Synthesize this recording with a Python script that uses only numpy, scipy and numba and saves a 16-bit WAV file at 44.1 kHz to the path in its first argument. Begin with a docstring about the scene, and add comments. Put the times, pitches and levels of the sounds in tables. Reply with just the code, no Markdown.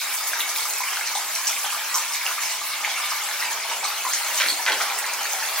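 """A jet from a tap plunges into a filling tub and drags air under: a dense churn of ringing bubbles.
Broken-water hiss surrounds it; harder splashes lift both, and ticks of drops and larger pops stand out.
A plastic thermometer is set down on the rim and rocks to rest: cracks, rattles, thin rings and soft thuds.
The small tiled bathroom adds echoes; two close microphone ports hear it from the floor beside the tub."""
import sys
import numpy as np
from scipy import signal
from scipy.fft import rfft, irfft, next_fast_len
from scipy.io import wavfile
from scipy.ndimage import uniform_filter1d
from numba import njit

SR = 44100
rng = np.random.default_rng(int(sys.argv[2]) if len(sys.argv) > 2 else 0)


def log_audio(samples):
    """Write samples as a 16-bit WAV file to the path given in sys.argv[1]."""
    # one column per channel
    frames = np.atleast_2d(samples).T
    # limit to full scale, then quantise
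    limited = np.clip(frames, -1, 1)
    pcm = np.round(limited * 32767).astype(np.int16)
    wavfile.write(sys.argv[1], SR, pcm)


N = 246959

# Likeness of sound from all sides at the two ports: (frequency [Hz], left-right likeness [-1 to 1])
PORT_LIKENESS = [(60, 0.83), (130, 1), (290, 1), (640, 0.94), (1410, 0.79), (3100, 0.55), (6820, -0.22),
                 (10000, -0.15), (15000, -0.23)]
# Difference between the ports: (frequency [Hz], left minus right [dB])
PORT_BALANCE = [(60, 0.0), (110, 0.0), (200, -1), (380, -0.5), (700, 1.5), (1290, 0.5), (2380, 0.0),
                (4400, 0.0), (8120, -0.5), (15000, -0.5)]
# background level; each channel's own part against the shared part; mean depth of the unevenness
BACKGROUND_DB, BACKGROUND_OWN_DB, BACKGROUND_UNEVEN_DB = -78, -9, 8
BASS_CUT_HZ, TOP_CUT_HZ = 214, 15850
ROOM_T60_S, ROOM_TREBLE_T60_S, TAP_LEAD_S = 0.28, 0.054, 3e-5
ROOM_DB, NEAR_ROOM_DB = 3, -4   # echoes against direct sound: churn; sources that stand clear of it

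# Pushes as the weight of the hand loads the rim: (time [s], level [dB])
RIM_PUSHES = [(4.46, -29.5), (4.49, -35), (4.52, -30), (4.68, -39.5), (4.721, -32), (4.77, -33)]
# Low modes of the rim: (frequency [Hz], relative level [dB], t60 [s])
RIM_MODES = [(180, -17, 0.087), (235, -13, 0.051), (300, -10.5, 0.053), (380, -10, .08)]
# Short bursts of a thin ring near 4.4 kHz: (time [s], peak level [dB], frequency [Hz], life [turns])
THIN_RINGS = [(4.4856, -8.5, 4380, 15), (4.4966, -24, 4360, 37), (4.501, -11.5, 4410, 33),
              (4.511, -18, 4350, 35), (4.527, -19, 4180, 34), (4.8198, -23, 4600, 36)]
# Touches of the thermometer on the rim: (time [s], click level [dB], relative rattle level [dB],
# time to the height of the rattle [s], rattle brightness [dB per octave])
TOUCHES = [(4.4009, -1, 2.5, 0.0046, 3.5), (4.412, -11, -1, 0.0037, 0.6), (4.416, -8, -15, 0.0092, 5),
           (4.4198, 0, -6, 0.015, 2), (4.457, -11, -3, 0.0044, 1.5), (4.468, -20, -12, 0.014, 6),
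           (4.664, 0.5, -1.5, 0.019, 2.5), (4.6994, -1, -9, 0.02, -5), (4.7207, -5.5, -15, 0.0053, 11),
           (4.732, -14, -12, 0.0066, 7), (4.74, -22, -10, 0.021, -2), (4.8036, -15, -3.5, 0.0061, 4)]
# Modes of the plastic shell: (frequency [Hz], relative level [dB], t60 [s])
SHELL_MODES = [(298, -24, 0.04), (393, -16, 0.026), (600, -9, 0.02), (777, -16.5, 0.022),
               (1220, -11, 0.0039), (1377, -2.5, 0.013), (1620, 0, 0.0098), (1800, -1.5, 0.01),
               (2080, -3.5, 0.011), (2280, -2, 0.0098), (2336, -2, 0.016), (3273, -1.5, 0.01),
               (3380, -1.5, 0.0077), (4200, -7, 0.006), (6200, -14, 0.0027)]
CRACK_HZ, CRACK_T60_S, CRACK_BASS_CUT_HZ = 2800, 0.0015, 1140
SNAP_HZ, SNAP_DB = 4600, -7   # bright edge of the contact
CRACK_RINGS_DB = -17   # how hard the crack drives the shell
SHELL_BASS_CUT_HZ = 650   # a small shell radiates little bass

# Drops that strike with a dry tick: (time [s], level [dB], frequency [Hz])
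DROP_TICKS = [(0.0158, -10, 6500), (0.287, -11, 6540), (0.2926, -8, 6500), (0.3338, -13, 1990),
              (0.563, -12, 6500), (0.576, -11, 5000), (0.585, -9, 4800), (0.762, -13, 7000),
              (0.784, -3, 11000), (4.092, -8, 8500), (4.148, -6, 7000), (4.156, -12, 8500),
              (4.263, -11, 8000), (4.284, -10, 8000), (4.298, -13, 9500), (4.367, -12, 6500),
              (1.012, -12, 1700), (2.8475, -13, 2420), (0.7362, -3, 7160), (1.075, -7, 5900),
              (1.477, -5, 7000), (1.4783, 0, 8050), (1.943, -7, 6100), (1.957, -2, 6300),
              (2.524, -10, 5830), (3.114, -9, 5500), (3.7044, -30, 5000), (4.2529, -18, 6530),
              (4.346, -6, 7040), (4.6548, -13, 6450), (4.886, -20, 6030), (4.9887, -6, 9000),
              (5.136, -4, 9000), (5.2329, -21, 6000), (5.334, -5, 7040), (5.5618, -10, 5030)]
TICK_TURNS, SPRAY_TURNS, SPRAY_PER_S, SPRAY_DB = 9, 3.1, 400, -27.5
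# Larger bubbles that stand out: (time [s], level [dB], frequency [Hz])
POP_BUBBLES = [(0.333, -9, 1580), (0.404, -12, 2780), (0.4045, -8, 3730), (0.409, -6.5, 3650),
               (0.417, -14, 2700), (0.595, -14, 3200), (0.606, -13, 4200), (0.654, -13.5, 1230),
               (0.663, -12, 7750), (0.4843, -14, 6040), (0.5605, -12, 3900), (0.561, -12, 2350),
               (0.7, -7, 6900), (0.804, -12, 960), (0.818, -15, 1020), (0.84, -16.5, 965),
               (0.836, -9, 2200), (1.011, -8, 2180), (0.886, -10.5, 2780), (0.931, -16.5, 1050),
               (0.97, -12, 1520), (0.97, -12, 6000), (1.068, -15, 1760), (1.071, -10, 5800),
               (1.152, -9, 3770), (1.153, -11.5, 832), (1.172, -13, 860), (1.3523, -4, 5730),
               (1.361, -11, 2250), (1.384, -15, 1010), (1.459, -20, 1680), (1.489, -17, 940),
               (1.4706, 0, 5860), (1.4732, -3, 5800), (1.529, -10.5, 2180), (1.565, -10, 2380),
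               (1.643, -12, 870), (1.66, -12.5, 860), (1.704, -11, 2720), (1.725, -11.5, 1220),
               (1.747, -11, 1170), (1.945, -2, 5600), (1.9504, -3, 5900), (1.953, -13.5, 1310),
               (1.9835, -6.5, 4440), (2.149, -9.5, 2240), (2.214, -10, 2210), (2.264, -2.5, 2780),
               (2.292, -15, 1290), (2.31, -16, 1200), (2.381, -12.5, 1200), (2.435, -12, 2230),
               (2.615, -13, 1120), (2.7347, -12.5, 3820), (2.847, -4, 2184), (2.876, -14.5, 900),
               (2.998, -15, 1120), (3.043, -14, 2250), (3.105, -9.5, 5760), (3.12, -11, 1170),
               (3.405, -7, 5270), (3.599, -13, 2400), (3.712, -17.5, 880), (3.8426, -7, 4100),
               (3.85, -10, 1180), (4.05, -9, 1080), (4.066, -9, 1010), (4.135, -3, 6500), (4.135, -9, 2000),
               (4.2512, -27, 5890), (4.357, -4, 8300), (4.3768, -4, 6350), (4.386, -8, 6800),
               (4.393, -10, 5600), (4.412, -5, 5700), (4.8028, -8, 1290), (4.9878, -6, 7600),
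               (4.9, -8.5, 2340), (4.965, -19, 1090), (5.042, -8.5, 2030), (5.065, -10, 6800),
               (5.1366, -9, 6500), (5.2325, -8, 6100), (5.254, -8, 1750), (5.3328, -18, 5800),
               (5.336, -15.5, 760), (5.425, -10, 1700), (5.453, -13, 3400), (5.4877, -9, 3550),
               (5.5594, -14, 4600)]
POP_BURST_S, KIN_DB = .015, -14   # span of the weaker kin and the level of the strongest
POP_RING_LONGER, SMALL_RING_LONGER = 0.21, 0.34   # powers by which turns grow with pitch: pop, bubble

# Edges of the bass, middle and treble zones: (frequency [Hz])
ZONE_EDGES_HZ = np.array([150, 600, 5000, 16000])
# Spectrum of the jet: (frequency [Hz], relative density [dB])
JET_SPECTRUM = [(82, -65), (140, -29), (200, -36.5), (296, -30), (320, -25), (465, -14.5), (874, -0.5),
                (1060, -4.5), (1220, -1.5), (1370, -3), (2290, -2.5), (3270, -5), (5910, -2.5),
                (15500, -8.5)]
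# Steady strength of the jet by zone: (time [s], bass [dB], middle [dB], treble [dB])
JET_FLOW = [(0.0, -59.5, -28, -28.5), (0.37, -51.5, -30, -34), (0.7, -55, -32.5, -29),
            (0.86, -58.5, -31, -30.5), (1.04, -57, -29, -32), (1.2, -54, -31, -31.5),
            (1.5, -60, -30, -29.5), (1.79, -57, -30, -32.5), (2.24, -63, -29, -30.5),
            (2.74, -58.5, -30.5, -33.5), (3.24, -57.5, -29, -31.5), (3.76, -47, -29.5, -33.5),
            (4.1, -57, -28, -30.5), (4.35, -50, -27, -30), (4.68, -47, -29, -31), (4.94, -51, -27, -33),
            (5.6, -48.5, -27.5, -30.5)]
# Slugs of water that move the jet level, a negative lift being a dip:
# (time [s], lift [dB], centre [octaves above 1 kHz])
WATER_SLUGS = [(0.014, 2.5, 1.5), (0.128, 7, 4), (0.181, 4.5, 3), (0.281, 12, 4), (0.345, 6.5, 2.2),
               (0.393, 3.5, 1), (0.403, 13.5, 3.5), (0.499, 7.5, 3), (0.569, 5, 4), (0.6, 3, 2),
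               (0.699, 3, 4.5), (0.74, -6, 4.5), (0.804, -4, -2), (0.858, 7, 0.7), (0.886, 2.5, 3.5),
               (0.9, 5, 0), (0.945, 1, 7), (0.975, 1.5, 0), (1.05, 9, 1.4), (0.932, 5.5, 1),
               (1.009, -4, -0.1), (1.068, 4, 2.5), (1.156, 8, 5), (1.161, 8, 2.5), (1.24, 4, 6),
               (1.36, 5, 2.5), (1.49, 6.5, 2.5), (1.529, 5, 11), (1.594, 5.5, 3), (1.638, 3.5, 3.5),
               (1.651, 5, 1.2), (1.728, 7.5, 3.5), (1.732, 7.5, 2), (1.964, 11.5, 3), (1.959, 9.5, -0.16),
               (2.131, 3, 2.5), (2.146, 3, 3), (2.229, 4, 2), (2.252, 13, -0.87), (2.27, 3, 0.2),
               (2.43, 5, 2), (2.432, 5, 3), (2.515, 6.5, 2.5), (2.62, 1, 4.5), (2.675, 7, 4),
               (2.74, 5, 1.5), (2.858, 9.5, 0.84), (2.901, 9, 2), (2.971, 6.5, 1.6), (3.001, 0, 4),
               (3.045, 8, 1.5), (3.107, 7, 2.5), (3.121, -5, 7), (3.245, 3, 3.5), (3.33, 7, 2),
               (3.416, 1.5, 3), (3.426, 7.5, 1.1), (3.52, 2, 3.5), (3.522, 5, 2.5), (3.708, 9, 1.95),
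               (3.722, 2, -0.5), (3.837, 3, 0.3), (3.848, 10, 2.5), (4.0, 6, 8), (4.055, 4, -0.5),
               (4.071, 3, 3), (4.142, 8.5, 2.5), (4.296, 6.5, 4.5), (4.38, 6, 2.5), (4.415, 3, 1.5),
               (4.685, 9.5, 0), (4.46, 1, 3), (4.488, 8, 3), (4.733, 3, 2), (4.816, 5.5, -0.5),
               (4.821, 9, 2.5), (4.989, 7, 4), (5.06, 1, 3), (5.142, 18, 9), (5.214, 5, 1.5),
               (5.235, 3, 4.5), (5.326, 6, 3.5), (5.438, 9, -3.5), (5.486, 4, 5.5), (5.59, 18, 4.5)]
SPLASH_RISE_S, SPLASH_FALL_S, SPLASH_OCTAVES = 0.018, 0.019, 0.68
# Resonances of the tub and its air: (frequency [Hz], width [Hz],
# relative gain before [dB] and after [dB] the microphone turns)
TUB_MODES = [(207, 4.1, 5, -4), (234.5, 3.6, 9, -8), (255, 3.9, -2, -3), (329.7, 6.6, 11.5, 1.5),
             (391, 2.3, -3, -4), (412, 2.1, 0, 7), (667, 13, -5, -8), (874, 64, -0.5, -2.5),
             (1014, 28, 0, -16), (1195, 67, 0, -16), (2230, 164, -4.5, -9), (4300, 46, -8, -3)]
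TUB_DB, TURN_S, TURN_TAKES_S = -0.5, 3.58, .1
TUB_WAVER_DB, TUB_WAVER_PER_S = 4.5, 2.8   # the heaving surface makes each resonance come and go
SPOTS = 3   # places of the churn in the water, each with its own echoes
HISS_DB, HISS_TILT_DB, BUBBLES_DB = -7.5, 5.5, 0   # tilt per octave; hiss and bubbles against the jet


def from_db(db):
    """Decibels become an amplitude ratio."""
    return 10 ** (np.asarray(db) / 20)


def rms_one(x):
    """Dividing by the root mean square gives unit strength."""
    return x / np.sqrt(np.mean(x ** 2) + 1e-20)


def at_hz(points, hz):
    """A spectrum is interpolated along logarithmic frequency."""
    table = np.array(points)
    return np.interp(np.log(hz), np.log(table[:, 0]), table[:, 1])


def butter(order, edge_hz, kind, x):
    """A Butterworth filter passes its band without ripple."""
    return signal.sosfilt(signal.butter(order, edge_hz, kind, fs=SR, output="sos"), x)


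def drift(rate):
    """Low-passed noise wanders slowly at unit strength; it is computed at every 20th sample."""
    r = np.exp(-40 * np.pi * rate / SR)
    noise = rng.standard_normal(N // 20 + 2002)
    slow = signal.lfilter([1], [1, -2 * r, r * r], noise)[2000:]   # drop the settling
    return np.interp(np.arange(N) / 20, np.arange(len(slow)), rms_one(slow))


def ring(clicks, hz, t60):
    """A damped resonator answers a unit click with a decaying sine of unit height."""
    r, w = from_db(-60 / (t60 * SR)), 2 * np.pi * hz / SR
    return signal.lfilter([0, np.sin(w)], [1, -2 * r * np.cos(w), r * r], clicks + 1e-18)


@njit
def add(out, spot, start, hz, size, cycles, rise, swell):
    """A damped oscillator swells for a share of its life, decays, and glides up if rise is positive."""
    for k in range(len(start)):
        for i in range(min(int(cycles[k] * SR / hz[k]), N - start[k])):
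            turns = i * hz[k] / SR
            swing = np.sin(2 * np.pi * turns * (1 + rise * turns / cycles[k]))
            onset = min(turns / (swell * cycles[k]), 1.0)
            out[spot[k], start[k] + i] += size[k] * onset * np.exp(-5 * turns / cycles[k]) * swing


def ports(mid, side, hz):
    """Coherence of a diffuse field: two unrelated sounds mix into ports as alike as their spacing makes them."""
    alike = np.clip(at_hz(PORT_LIKENESS, hz), -1, 1)
    mid, side = np.sqrt((1 + alike) / 2) * mid, np.sqrt((1 - alike) / 2) * side
    return np.array([mid + side, mid - side])


def background_noise():
    """Band-limited noise: a faint low background, uneven in level from band to band, mostly shared by both channels."""
    noise = rng.standard_normal((3, N))
    white, edges = noise[0] + from_db(BACKGROUND_OWN_DB) * noise[1:], [15, 30, 50, 80, 120, 170]   # Hz
    low = 0
    for band in zip(edges, edges[1:]):
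        low = low + from_db(-BACKGROUND_UNEVEN_DB * drift(3.4) ** 2) * butter(2, band, "band", white)
    return from_db(BACKGROUND_DB) * rms_one(low)


def bathroom(spots, room_db):
    """Reverberation: direct sound leads at the left port; each spot has its own decaying echoes."""
    size, t = next_fast_len(N + SR // 2), np.arange(SR // 3) / SR
    hz = np.maximum(np.fft.rfftfreq(size, 1 / SR), 1)
    noise = rng.standard_normal((2, len(spots), len(t)))
    low = butter(1, 3000, "low", noise)
    high = noise - low
    tails = low * from_db(-60 * t / ROOM_T60_S) + high * from_db(-60 * t / ROOM_TREBLE_T60_S)
    answered = t > .004   # no echo before the nearest wall answers
    tails = rfft(tails * answered)
    tails = tails / np.sqrt(uniform_filter1d(np.abs(tails) ** 2, size=150))   # walls colour no wide band
    tails = rfft(irfft(tails, len(t)) * answered * (t < .3), size)
    direct = np.exp(1j * np.pi * hz * TAP_LEAD_S * np.array([1, -1])[:, None, None])
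    wet = from_db(room_db)[:, None]
    paths = (direct + wet * ports(*tails, hz)) / np.sqrt(1 + wet ** 2)
    return irfft(np.sum(rfft(spots, size) * paths, axis=1), size)[:, :N]


def rim(soft_hz=450):
    """Modal response: soft pushes set the low modes of the rim ringing."""
    s, level_db = np.transpose(RIM_PUSHES)
    out = 0
    for hz, mode_db, t60 in RIM_MODES:
        pushes = np.zeros(N)
        pushes[(s * SR).astype(int)] = from_db(level_db + mode_db + rng.normal(0, 2, len(s)))
        out = out + ring(pushes, hz, t60)
    return butter(2, soft_hz, "low", out)


def rings(swell=0.24):
    """Damped oscillation at constant pitch: short tones swell before they die."""
    s, peak_db, hz, turns = np.transpose(THIN_RINGS)
    start, out = (s * SR).astype(np.int64), np.zeros((1, N))
    size = from_db(peak_db) * np.exp(5 * swell)   # make up the decay during the swell
    add(out, 0 * start, start, hz, size, turns, 0.0, swell)
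    return out


def thermometer(rattle_per_s=12000.0, scuff_db=3.0):
    """Contact excitation: a crack, then a rattle that swells and dies as bare scuffs and shell modes."""
    t, clicks = np.arange(N) / SR, np.zeros(N)
    hz, level_db, t60 = np.transpose(SHELL_MODES)
    chatter = (rng.random(N) < rattle_per_s / SR) * rng.standard_normal(N)
    into_modes = np.zeros((len(hz), N))
    for s, click_db, rattle_db, height_s, tilt_db in TOUCHES:
        late = np.maximum(t - s, 0) / height_s
        push = chatter * from_db(rattle_db - 30) * late * np.exp(.5 - .5 * late ** 2)
        push[int(s * SR)] += from_db(click_db + CRACK_RINGS_DB)
        clicks += from_db(scuff_db) * push
        clicks[int(s * SR)] -= from_db(click_db)
        mode_db = level_db + tilt_db * np.log2(hz / 1500) + rng.normal(0, 2, len(hz))
        into_modes += from_db(mode_db)[:, None] * push
    shell = sum((-1) ** k * ring(into_modes[k], hz[k], t60[k]) for k in range(len(hz)))
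    snap = from_db(SNAP_DB) * ring(clicks, SNAP_HZ, CRACK_T60_S / 2)
    crack = ring(clicks, CRACK_HZ, CRACK_T60_S) + snap
    return butter(2, SHELL_BASS_CUT_HZ, "high", shell) + butter(2, CRACK_BASS_CUT_HZ, "high", crack)


def splash_db(s, hz):
    """Transient level: each slug moves the octaves round its centre quickly; they then relax."""
    at, lift_db, centre = np.transpose(WATER_SLUGS)
    late = np.asarray(s)[..., None] - at
    before, after = np.exp(-(late / SPLASH_RISE_S) ** 2), np.exp(-np.abs(late) / SPLASH_FALL_S)
    shape = np.where(late < 0, before, after)
    octaves = np.log2(np.asarray(hz)[..., None] / 1e3) - centre
    reach = np.exp(-.5 * (octaves / SPLASH_OCTAVES) ** 2)
    return np.sum(lift_db * shape * reach, axis=-1)


def jet_db(s, hz):
    """Spectral level per 10 Hz: the jet spectrum, moved by zone levels blended across pitch, plus splashes."""
    grid = np.arange(ZONE_EDGES_HZ[0], ZONE_EDGES_HZ[-1], 10)
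    zone_power = np.bincount(np.digitize(grid, ZONE_EDGES_HZ) - 1, from_db(2 * at_hz(JET_SPECTRUM, grid)))
    log_centres = np.log(ZONE_EDGES_HZ[1:] * ZONE_EDGES_HZ[:-1]) / 2
    place = np.interp(np.log(hz), log_centres, np.arange(len(zone_power)))
    times, *levels_db = np.transpose(JET_FLOW)
    moved_db = 0
    for k, level_db in enumerate(levels_db):
        share = np.maximum(1 - np.abs(place - k), 0)
        moved_db = moved_db + share * (np.interp(s, times, level_db) - 10 * np.log10(zone_power[k]))
    return at_hz(JET_SPECTRUM, hz) + moved_db + splash_db(s, hz)


def jet_rms():
    """Powers add: the mean strength of the jet over time, summed over pitch in steps of 200 Hz."""
    s, hz = np.arange(0, N / SR, .01)[:, None], np.arange(250, 16000, 200)
    return np.sqrt(20 * np.sum(from_db(2 * jet_db(s, hz))) / len(s))


def ticks():
    """Impact: drops hit water or enamel and die within a few turns; random small ones follow the splashes."""
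    draw = rng.random((int(SPRAY_PER_S * N / SR), 3))
    s, hz = draw[:, 0] * N / SR, 3000 * 4 ** draw[:, 1]
    spray_db = SPRAY_DB + 0.75 * splash_db(s, hz) - 1.5 * np.log(np.maximum(draw[:, 2], .02))
    s, level_db, hz = np.hstack([np.transpose(DROP_TICKS), [s, spray_db, hz]])
    start, out = (s * SR).astype(np.int64), np.zeros((1, N))
    turns = np.where(np.arange(len(hz)) < len(DROP_TICKS), TICK_TURNS, SPRAY_TURNS)
    add(out, 0 * start, start, hz, from_db(level_db), turns, 0.0, .05)
    return out


def pops(cycles=13.3, rise=0.0071, scatter=0.038, swell=0.16):
    """Bubble resonance: a pocket of air breaks up into one bubble, then five weaker kin of like size."""
    s, level_db, hz = np.transpose(POP_BUBBLES)[:, :, None]
    late, tune = np.moveaxis(rng.random((len(POP_BUBBLES), 6, 2)), 2, 0)
    kin = np.arange(6) > 0
    start = ((s + kin * late * POP_BURST_S) * SR).ravel().astype(np.int64)
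    pitch = (hz * (1 + kin * scatter * (2 * tune - 1))).ravel()
    size = from_db(level_db + kin * (KIN_DB - 6 * late)).ravel()
    out = np.zeros((1, N))
    turns = cycles * (pitch / 1e3) ** POP_RING_LONGER
    add(out, 0 * start, start, pitch, size, turns, rise, swell)
    return out


def hiss(patchy_db=0.5, shared_db=1.8):
    """Turbulent noise: broken water from all sides, in narrow bands that flicker partly together."""
    white, out, s = rng.standard_normal((2, 2, N)), 0, np.arange(N) / SR
    together = drift(5.2)
    edges = np.geomspace(140, 17500, 17)
    for k, (low, high) in enumerate(zip(edges, edges[1:])):
        mid, side = butter(2, [low, high], "band", white[k % 2])   # neighbouring bands are unrelated
        hz = np.sqrt(low * high)
        flicker_db = patchy_db * drift(6.2) + shared_db * together
        level_db = np.interp(s, s[::64], jet_db(s[::64], hz)) + HISS_TILT_DB * np.log2(hz) + flicker_db
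        out = out + from_db(level_db) * ports(mid, side, hz)
    return from_db(HISS_DB) * jet_rms() * rms_one(out)


def tub(x):
    """Cavity resonance: tub and air favour a few pitches, which waver and change as the microphone turns."""
    out, turned = x.copy(), (1 + np.tanh((np.arange(N) / SR - TURN_S) / TURN_TAKES_S)) / 2
    for hz, width, before_db, after_db in TUB_MODES:
        r = np.exp(-np.pi * width / SR)
        waver_db = TUB_WAVER_DB * np.tanh(drift(TUB_WAVER_PER_S))
        level_db = TUB_DB + before_db + turned * (after_db - before_db) + waver_db
        feed, back = (1 - r * r) / 2 * np.array([1, 0, -1]), [1, -2 * r * np.cos(2 * np.pi * hz / SR), r * r]
        out += from_db(level_db) * signal.lfilter(feed, back, x)
    return out * np.std(x) / np.std(out)   # colour without a change of overall strength


def life(cycles, hz):
    """Damping: the turns a bubble rings grow with pitch from those of one at 1 kHz."""
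    return cycles * (hz / 1e3) ** SMALL_RING_LONGER


def bubbles(per_s=5000, spread_db=4.0, cycles=29.5, rise=0.088, swell=0.041):
    """Bubble resonance: bubbles of many sizes are born at random and glide up as they near the surface."""
    draw = rng.random((int(per_s * N / SR), 4))
    hz = 150 + 15500 * draw[:, 0] ** 2.5
    start, spot = (draw[:, 2] * N).astype(np.int64), (draw[:, 3] * SPOTS).astype(np.int64)
    tail_db = -spread_db * np.log(np.maximum(draw[:, 1], .02))   # a few are far stronger than the rest
    size = hz ** .67 * from_db(jet_db(start / SR, hz) + tail_db)
    out = np.zeros((SPOTS, N))
    add(out, spot, start, hz, size, life(cycles, hz), rise, swell)
    return from_db(BUBBLES_DB) * jet_rms() * rms_one(out) / np.sqrt(SPOTS)


def scene():
    """Superposition: churn in the tub, pops with ticks, and the rim sounds share the room; hiss surrounds them."""
    spots = np.vstack([tub(bubbles()), pops() + ticks(), thermometer() + rings() + rim()])
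    return bathroom(spots, [ROOM_DB] * SPOTS + [NEAR_ROOM_DB] * 2) + tub(hiss())


def record(dry):
    """Linear filtering: the bass is cut, faint background noise joins, the ports differ a little, the top is cut."""
    heard = butter(6, BASS_CUT_HZ, "high", dry) + background_noise()
    hz = np.maximum(np.fft.rfftfreq(N, 1 / SR), 1)
    lean_db = at_hz(PORT_BALANCE, hz) / 2 * np.array([[1], [-1]])
    heard = irfft(rfft(heard) * from_db(lean_db), N)
    return signal.sosfilt(signal.ellip(14, .3, 85, TOP_CUT_HZ, fs=SR, output="sos"), heard)


dry = scene()
out = record(dry)
log_audio(out)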